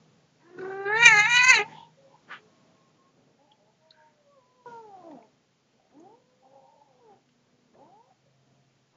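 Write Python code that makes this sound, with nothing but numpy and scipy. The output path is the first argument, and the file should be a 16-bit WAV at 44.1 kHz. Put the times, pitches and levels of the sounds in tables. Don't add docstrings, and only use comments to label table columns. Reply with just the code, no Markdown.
import sys
import numpy as np
from scipy import signal
from scipy.fft import rfft, irfft
from scipy.io import wavfile
from scipy.ndimage import uniform_filter1d

SR = 44100
rng = np.random.default_rng(int(sys.argv[2]) if len(sys.argv) > 2 else 0)


def natural_amplitude(level_db):
    exponent = np.asarray(level_db, float) / 20
    return 10 ** exponent


def generate_wav(sig):
    pcm = np.round(np.clip(np.atleast_2d(sig).T, -1, 1) * 32767).astype(np.int16)
    wavfile.write(sys.argv[1], SR, pcm)


N = 395136

# time_s, pitch_hz, effort_db, gape_hz (mouth resonance), nose_db (fundamental)
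YOWL_PHRASES = [
    [(.4, 307.5, -74, 1850, -66), (.458, 335.5, -68, 1650, -59), (.578, 368, -67, 1570, -46),
     (.588, 371, -54, 1486, -37), (.7, 387, -47, 1470, -39.5), (.8, 391.8, -45, 1580, -35.5),
     (.85, 402, -44, 1572, -41)],
    [(.862, 391, -28, 1583, -28.5), (.9, 419.4, -31.5, 1623, -33.5), (1.022, 471.3, -21, 2042, -34.5),
     (1.062, 473.5, -11, 2328, -48.5), (1.1, 449.8, -15.5, 2088, -44.5), (1.154, 416, -20.5, 1850, -37.5),
     (1.2, 416.6, -16.5, 2021, -40), (1.25, 420.7, -25, 2066, -87)],
    [(1.27, 462.5, -26, 2040, -75), (1.354, 485, -18, 2354, -97), (1.476, 514.6, -17, 2108, -55),
     (1.502, 516.5, -11.5, 2167, -38.5), (1.524, 489, -16, 2148, -47), (1.56, 437.2, -18, 2337, -42.5),
     (1.62, 408, -29.5, 2406, -27.5), (1.66, 426, -65, 2297, -90)],
]
# time_s, swell_db
BREATH_SURGES = [(.59, 7), (.605, -7), (.617, 9.5), (.65, 6.5), (.866, -5.5), (.93, 1.5), (1.036, 2.5),
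                 (1.046, -2.5), (1.056, 2.5), (1.066, 7.5), (1.074, -3), (1.082, 5.5), (1.11, 1),
                 (1.181, 0.5), (1.257, 5), (1.37, 2), (1.416, 1.5), (1.46, -8), (1.503, 2), (1.53, -2.5),
                 (1.545, 1)]
# time_s, roughness (0-1)
YOWL_ROUGHNESS = [(.4, .25), (.7, .3), (.75, .12), (1.2, .09), (1.26, .18), (1.33, .11), (1.5, .12),
                  (1.56, .26)]
# time_s, cavity_hz
TONGUE_MOVES = [(.6, 3950), (.86, 3780), (1.06, 3750), (1.13, 4236), (1.25, 3770), (1.5, 4480),
                (1.62, 3800)]
# centre_hz, gain_db
THROAT_POCKETS = [(2800, 0), (3350, -12), (3800, -1), (4800, -2), (5250, -13), (5900, 0)]
# peak_s, peak_db, centre_hz, rise_s, fall_s
SPIT_PUFFS = [(0.59, -80, 613, 0.00243, 0.1), (1.719, -57.5, 2030, .078, 0.038),
              (1.781, -56, 3226, 0.051, 0.045), (2.309, -56, 490.5, .023, 0.049),
              (2.322, -41.5, 1553, 0.019, 0.032), (2.345, -52.5, 2830, 0.027, 0.028),
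              (3.25, -64, 304, 0.11, 0.081), (4.021, -73.5, 1796, 0.11, 0.093),
              (4.666, -82, 504, 0.00307, 0.038), (5.112, -63.5, 2603, 0.0022, 0.0061),
              (5.121, -61.5, 547, .19, 0.089), (5.23, -68, 540, 0.046, 0.033),
              (5.911, -69, 592.4, 0.011, 0.00774), (6.03, -61.5, 354, 0.069, 0.11),
              (7.13, -63, 446, 0.062, .04), (7.29, -67, 2520, 0.0019, .0043),
              (7.744, -67, 593.4, 0.0077, 0.012), (7.8, -58.5, 347, .04, 0.088),
              (8.11, -72.5, 745.4, 0.017, 0.024), (8.946, -66, 719, 0.01, 0.048)]
# start_s, peak_db, ring_hz
CLAW_TICKS = [
    (3.515, -44, 3020),
    (3.905, -34.5, 3940),
    (5.1113, -50, 1759),
    (5.2235, -51, 2270),
    (5.9965, -50.5, 6470),
]
# time_s, pitch_hz, level_db, overtones_db
LONG_MEWS = [
    [(3.78, 618, -75, -13), (3.86, 639, -68, -20), (4.156, 601.3, -73.5, -20), (4.276, 570.5, -58, 2.5),
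     (4.344, 566, -66.5, 27.5), (4.385, 524, -54, 2), (4.42, 495, -77.5, 19), (4.576, 507, -66.5, 9.5),
     (4.655, 480.6, -67, 14)],
    [(4.657, 491, -57.5, 24), (4.68, 478.4, -44.5, 11), (4.811, 452.6, -44.5, -4.5),
     (4.985, 363.5, -57.5, 7.5), (5.103, 319.2, -48, 0), (5.16, 247.3, -49, -3.5), (5.19, 225, -55, 6),
     (5.3, 213, -84, 11.5)],
    [(6.4, 266.7, -98, 12), (6.448, 260.3, -68.5, 17.5), (6.492, 266, -78.5, 18), (6.546, 272.2, -76, 22.5),
     (6.67, 261.9, -81, 21.5), (6.7, 287.3, -81, 17), (6.842, 291, -87, 24), (6.936, 248.2, -84, 21),
     (7.0, 248.2, -77.5, 21.5)],
]
# start_s, length_s, from_hz, to_hz, level_db
NASAL_GLIDES = [
    (5.922, .29, 237, 541, -54),
    (6.2, 0.34, 502, 520, -69),
    (7.001, .17, 499.5, 353.4, -54),
]
# start_s, length_s, from_hz, to_hz, level_db
LOW_MURMURS = [
    (3.38, 0.11, 264.7, 310, -70),
    (3.47, 0.091, 400, 447.5, -75.5),
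    (3.571, 0.184, 192.8, 228.7, -73.5),
    (7.75, 0.35, 204.2, 560.6, -64),
]
# partial_hz, gain_db
SHUT_MUZZLE = [(200, -5.5), (300, 3), (390, -7.5), (540, -1), (870, 5), (1100, -14), (1480, -18.5),
               (1900, -48)]
# start_s, length_s, pitch_hz, level_db,
# roughness (0-1)
THIN_WHINES = [(1.62, 0.28, 896, -47.5, 0.42), (1.95, 0.2, 548, -63, 0.27), (2.076, 0.066, 890, -59.5, .6),
               (2.121, 0.048, 907, -51.5, 0.54), (2.354, 0.16, 430.5, -65.5, 0.13),
               (2.42, 0.28, 1083, -73, 0.06), (2.451, 0.4, 646, -71.5, 0.04),
               (2.743, 0.18, 1075, -69.5, 0.16), (2.982, 0.13, 1073, -66.5, 0.15),
               (3.24, 0.14, 462, -71, 0.02), (3.809, .1, 935, -69, 0.25), (3.919, .12, 1579, -64.5, 0.5),
               (3.962, 0.147, 918, -62, 0.14), (5.759, 0.19, 675.6, -71.5, 0.58),
               (6.568, 0.26, 917, -67.5, 0.28), (6.9, .11, 490.9, -71, 0.08),
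               (7.119, 0.72, 244.5, -73, 0.22), (7.18, 0.56, 494, -79.5, 0.3), (8.048, .11, 748, -67, .4),
               (8.254, .1, 560.4, -71.5, 0.41), (8.333, 0.37, 693, -79, 0.34)]
HUM_PITCHES = (133.4, 158.3)
HUM_LEVELS = (-78.5, -83.5)
# peak_s, level_db, rise_s, fall_s
HUM_SWELLS = [
    [(0, -78.5, 0.2, 1.5), (1.1, -51.5, 0.17, .3), (8.48, -70, 0.22, .3)],
    [(0, -66.5, 0.089, .2), (.62, -58, 0.049, .08), (1.05, -42, 0.052, .12), (1.3, -53, 0.088, .35),
     (2.2, -79, 0.17, .6)],
]
# frequency_hz, level_db (per hertz)
ROOM_SPECTRUM = [(35, -51), (60, -19.5), (105, -3.5), (143, -0.5), (241, 2), (328, -4.5), (439, -3),
                 (1430, -14.5), (5980, -19), (6910, -19.5), (8500, -33), (11000, -71.5), (18700, -120)]
# peak_s, level_db, rise_s, fall_s
AIR_SWELLS = [(0, -74, 0.098, 0.26), (0.598, -61, 0.015, .14), (1.7, -57, 0.55, 0.068),
              (2.498, -71.5, 0.61, 0.284), (4.678, -61.5, 0.01193, 0.082), (4.999, -75, 0.12, 0.18)]


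def yowl():
    start, t, (hz, mouth_db, mouth_hz, chest_db), ends = read(np.vstack(YOWL_PHRASES))
    ceiling_db = -30.5 + .15 * (chest_db + 40)
    lagged_db = np.interp(t - .043, t, mouth_db)
    effort_db = np.minimum(lagged_db, mouth_db) + 3
    throat_db = 3 - 20 * np.log10(natural_amplitude(-ceiling_db) + natural_amplitude(-effort_db))

    over_scream_db = mouth_db + 19
    palate_db = np.maximum(-35.5 + 1.7 * over_scream_db, mouth_db - 28)
    lips_shut_db = 40 / (1 + np.exp((mouth_hz - 1796) / 12))
    teeth_db = -39 + 2 * over_scream_db - lips_shut_db
    palate_hz = np.interp(t, *np.transpose(TONGUE_MOVES))

    surge_db = sum(db * puff(t, s, rise=.005, fall=.005) for s, db in BREATH_SURGES)
    surge_db = surge_db + .8 * walk(len(t), rate=40)
    surge_db += 1.1 * (t < .72) * walk(len(t), rate=69)

    hz = hz * (1 + .007 * walk(len(t), rate=45))
    f = np.arange(1, 19)[:, None] * hz
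    gain = natural_amplitude(throat_db + .3 * surge_db) * share(resonance(f, 900, 300) ** 2)
    mouth = resonance(f, mouth_hz, 300 + 1.4 * np.abs(mouth_hz - 1500)) ** 3
    mouth += natural_amplitude(-17) * resonance(f, 1700, 290) ** 2
    mouth += natural_amplitude(-26.5) * resonance(f, 2850, 400) ** 2
    narrow = np.clip((1750 - mouth_hz) / 150, 0, 1)
    side_peaks = resonance(f, 2200, 600) ** 2 + 1.2 * resonance(f, 1150, 300) ** 2
    mouth += natural_amplitude(-18.5) * narrow * side_peaks
    gain += natural_amplitude(mouth_db + surge_db) * share(mouth)
    gain[0] = natural_amplitude(chest_db)
    gain *= natural_amplitude([(.8 + .6 * max(k - 5, 0)) * walk(len(t), rate=28) for k in range(len(f))])

    rough = np.interp(t, *np.transpose(YOWL_ROUGHNESS))
    breath = rough * natural_amplitude(mouth_db + surge_db + .5) * rush(t, mouth_hz, rate=1900)
    teeth_hz = 6455 + 0 * t
    for peak_hz, width_hz, level_db in [(palate_hz, 650, palate_db), (teeth_hz, 950, teeth_db)]:
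        cavity = natural_amplitude(level_db + 1.2 * surge_db - .5 + 4.2 * walk(len(t), rate=34))
        gain += cavity * share(resonance(f, peak_hz, width_hz) ** 3)
        breath = breath + cavity * natural_amplitude(-4.5) * rush(t, peak_hz, rate=8.5 * width_hz)

    voice = np.sum(gain * folds(hz, rough, count=18), axis=0)
    out = np.zeros(N)
    out[start:start + len(t)] = (voice + breath) * ends
    return colour(out, THROAT_POCKETS)


def spits():
    t, out = np.arange(N) / SR, np.zeros(N)
    for s, db, hz, rise, fall in SPIT_PUFFS:
        width_hz = min(hz, 520) + 9 / fall
        air = unit(band(rng.standard_normal(N), max(hz - width_hz / 2, 50), hz + width_hz / 2))
        out += natural_amplitude(db + 1.3 * walk(N, rate=100)) * puff(t, s, rise, fall) * air
    return out


def claws():
    out, ring = np.zeros(N), np.arange(2000) / SR
    for s, db, hz in CLAW_TICKS:
        i = int(s * SR)
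        tick = unit(band(rng.standard_normal(len(ring)), .98 * hz, 1.1 * hz))
        crack = unit(band(rng.standard_normal(len(ring)), hz, min(2 * hz, 9000)))
        strike = puff(ring, .0032, rise=.00068, fall=.0022) + natural_amplitude(-11) * np.exp(-ring / .013)
        snap = natural_amplitude(-21) * puff(ring, .0013, rise=.0007, fall=.001)
        out[i:i + len(ring)] += natural_amplitude(db - 12) * (strike * tick + snap * crack)
    return out


def mews():
    out, k = np.zeros(N), np.arange(4)[:, None]
    glides = [arch(*row, -3.5) for row in NASAL_GLIDES]
    glides += [arch(*row, 10) for row in LOW_MURMURS]
    muzzle_hz, muzzle_db = np.transpose(SHUT_MUZZLE)
    for table, creak in [(m, .75) for m in LONG_MEWS] + [(g, .5) for g in glides]:
        start, t, (hz, db, tones_db), ends = read(table)
        rough = .06 + creak * np.clip((440 - hz) / 500, 0, .3)
        f = (k + 1) * hz
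        parted_db = .88 * (db + 52.5) * np.clip((f - 1000) / 400, 0, 1)
        db = db + parted_db + tones_db * (k > 0) - 4 * k
        db = db + np.interp(np.log(f), np.log(muzzle_hz), muzzle_db)
        flutter_db = np.array([8 * rough * walk(len(t), rate=40) + 2.5 * walk(len(t), rate=22) for _ in k])
        voice = np.sum(natural_amplitude(db + flutter_db) * folds(hz, rough, count=4), axis=0)
        out[start:start + len(t)] += ends * voice
    return out


def whines():
    out = np.zeros(N)
    for s, length, pitch_hz, level_db, rough in THIN_WHINES:
        start, t, (hz, db), ends = read(arch(s, length, pitch_hz, pitch_hz, level_db))
        level = natural_amplitude(db + 8 * rough * walk(len(t), rate=40))
        out[start:start + len(t)] += ends * level * folds(hz, np.clip(rough, 0, 1), count=1)[0]
    return out


def hums():
    t, out = np.arange(N) / SR, np.zeros(N)
    for hz, db, rows in zip(HUM_PITCHES, HUM_LEVELS, HUM_SWELLS):
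        out += swell(t, db, rows) * folds(hz + 0 * t, .28, count=1)[0]
    return out


def room_noise():
    t = np.arange(N) / SR
    air_db = -71
    air = swell(t, air_db - 2.5, AIR_SWELLS)
    low_pass = signal.butter(2, 1200, fs=SR, output="sos")
    high_pass = signal.butter(2, 1200, "high", fs=SR, output="sos")
    low = signal.sosfilt(low_pass, colour(rng.standard_normal(N), ROOM_SPECTRUM))
    hiss = signal.sosfilt(high_pass, colour(rng.standard_normal(N), ROOM_SPECTRUM))
    low *= air * natural_amplitude(1.3 * walk(N, rate=10)) / np.std(band(low, 190, 500, order=4))
    hiss *= natural_amplitude(-78.5) * (air / natural_amplitude(air_db)) ** .6 / np.std(band(hiss, 4800, 7400, order=4))
    whistle = natural_amplitude(-89.5) * np.sin(2 * np.pi * 3120 * t)
    return low + hiss + whistle


def folds(hz, rough, count):
    k = np.arange(1, count + 1)[:, None]
    jitter = 1 + .05 * rough * walk(len(hz), rate=90)
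    phase = 2 * np.pi * np.cumsum(hz * jitter) / SR
    noisy = np.clip(rough * (.9 + .2 * k), 0, 1)
    shimmer = 1 - noisy + noisy * np.array([walk(len(hz), rate=240) for _ in k])
    partials = np.sin(k * phase - .03 * k ** 2)
    return np.sqrt(2) * shimmer * partials / np.hypot(1 - noisy, noisy)


def rush(t, hz, rate):
    low_pass = signal.butter(3, rate / 5, fs=SR, output="sos")
    turbulence = signal.sosfilt(low_pass, rng.standard_normal(len(t)))
    return np.sqrt(2) * unit(turbulence) * np.cos(2 * np.pi * np.cumsum(hz) / SR)


def resonance(f, hz, width):
    return 1 / np.sqrt(1 + (2 * (f - hz) / width) ** 2)


def share(gain):
    return gain / np.sqrt(np.sum(gain ** 2, axis=0))


def read(table):
    s, *columns = np.transpose(table)
    start = int(s[0] * SR)
    t = np.arange(start, min(int(s[-1] * SR), N)) / SR
    ends = np.clip(np.minimum(t - s[0], s[-1] - t) / .0024, 0, 1)
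    return start, t, [np.interp(t, s, c) for c in columns], ends


def arch(s, length, from_hz, to_hz, db, *rest):
    shape = [(0, -6.5), (.15, -2.5), (.7, -.5), (1, -13)]  # (share of length, dB)
    return [(s + u * length, from_hz + u * (to_hz - from_hz), db + drop_db, *rest) for u, drop_db in shape]


def puff(t, s, rise, fall):
    return np.exp(-.5 * ((t - s) / np.where(t < s, rise, fall)) ** 2)


def swell(t, db, rows):
    return natural_amplitude(db) + sum(natural_amplitude(top_db) * puff(t, s, rise, fall) for s, top_db, rise, fall in rows)


def walk(size, rate):
    k = int(SR / rate)
    return unit(uniform_filter1d(uniform_filter1d(rng.standard_normal(size), k), k))


def unit(x):
    return x / np.sqrt(np.mean(x ** 2))


def band(x, lo_hz, hi_hz, order=2):
    return signal.sosfilt(signal.butter(order, [lo_hz, hi_hz], "bandpass", fs=SR, output="sos"), x)


def colour(x, points):
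    hz, db = np.transpose(points)
    f = np.fft.rfftfreq(len(x), 1 / SR) + 1
    return irfft(rfft(x) * natural_amplitude(np.interp(np.log(f), np.log(hz), db)), len(x))


def room(x, t60, db):
    t = np.arange(SR // 2) / SR
    tail = band(rng.standard_normal(len(t)), 180, 3500, order=1) * natural_amplitude(-60 * t / t60) * (t > .004)
    return x + natural_amplitude(db) * signal.fftconvolve(x, tail / np.sqrt(np.sum(tail ** 2)))[:N]


def scene():
    near = room(yowl() + spits() + claws(), t60=.1, db=-20)
    far = room(mews() + whines(), t60=.29, db=-16)
    return (near + far + hums() + room_noise())[None]


def starve(x, size=2048, count=16):
    spec = signal.stft(x, nperseg=size)[2]
    power = np.abs(spec[:size // 2]).reshape(-1, count, spec.shape[1]) ** 2
    band_db = 10 * np.log10(power.mean(axis=1) + 1e-18)
    margin_db = band_db - band_db.max(axis=0) + 53.5
    margin_db -= .2 * np.arange(len(band_db))[:, None]
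    margin_db += 3 * rng.standard_normal(band_db.shape)
    spec[:size // 2] *= np.repeat(1 / (1 + natural_amplitude(-4 * margin_db)), count, axis=0)
    return signal.istft(spec, nperseg=size)[1][:len(x)]


def top_cut(x):
    return signal.sosfilt(signal.butter(12, 9580, fs=SR, output="sos"), x)


def record(dry):
    x = .92 * np.tanh(dry / .92)
    x = signal.sosfilt(signal.butter(3, 90, "high", fs=SR, output="sos"), x)
    x = signal.sosfilt(signal.ellip(8, .3, 60, 7250, fs=SR, output="sos"), x)
    first_rate_hz = 16000
    mirror = x * np.cos(2 * np.pi * first_rate_hz * np.arange(N) / SR)
    mirror = band(mirror, 8500, 9750, order=4)
    mirror_power = uniform_filter1d(mirror ** 2, size=1500) + 1e-18
    mirror /= 1 + (natural_amplitude(-52) ** 2 / mirror_power) ** 2
    x = starve((x + natural_amplitude(-14) * mirror)[0])[None]
    rumble = natural_amplitude(-94) * unit(band(rng.standard_normal(N), 15, 60))
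    return top_cut(np.clip(x + rumble, -1, 1))


dry = scene()
out = record(dry)
generate_wav(out)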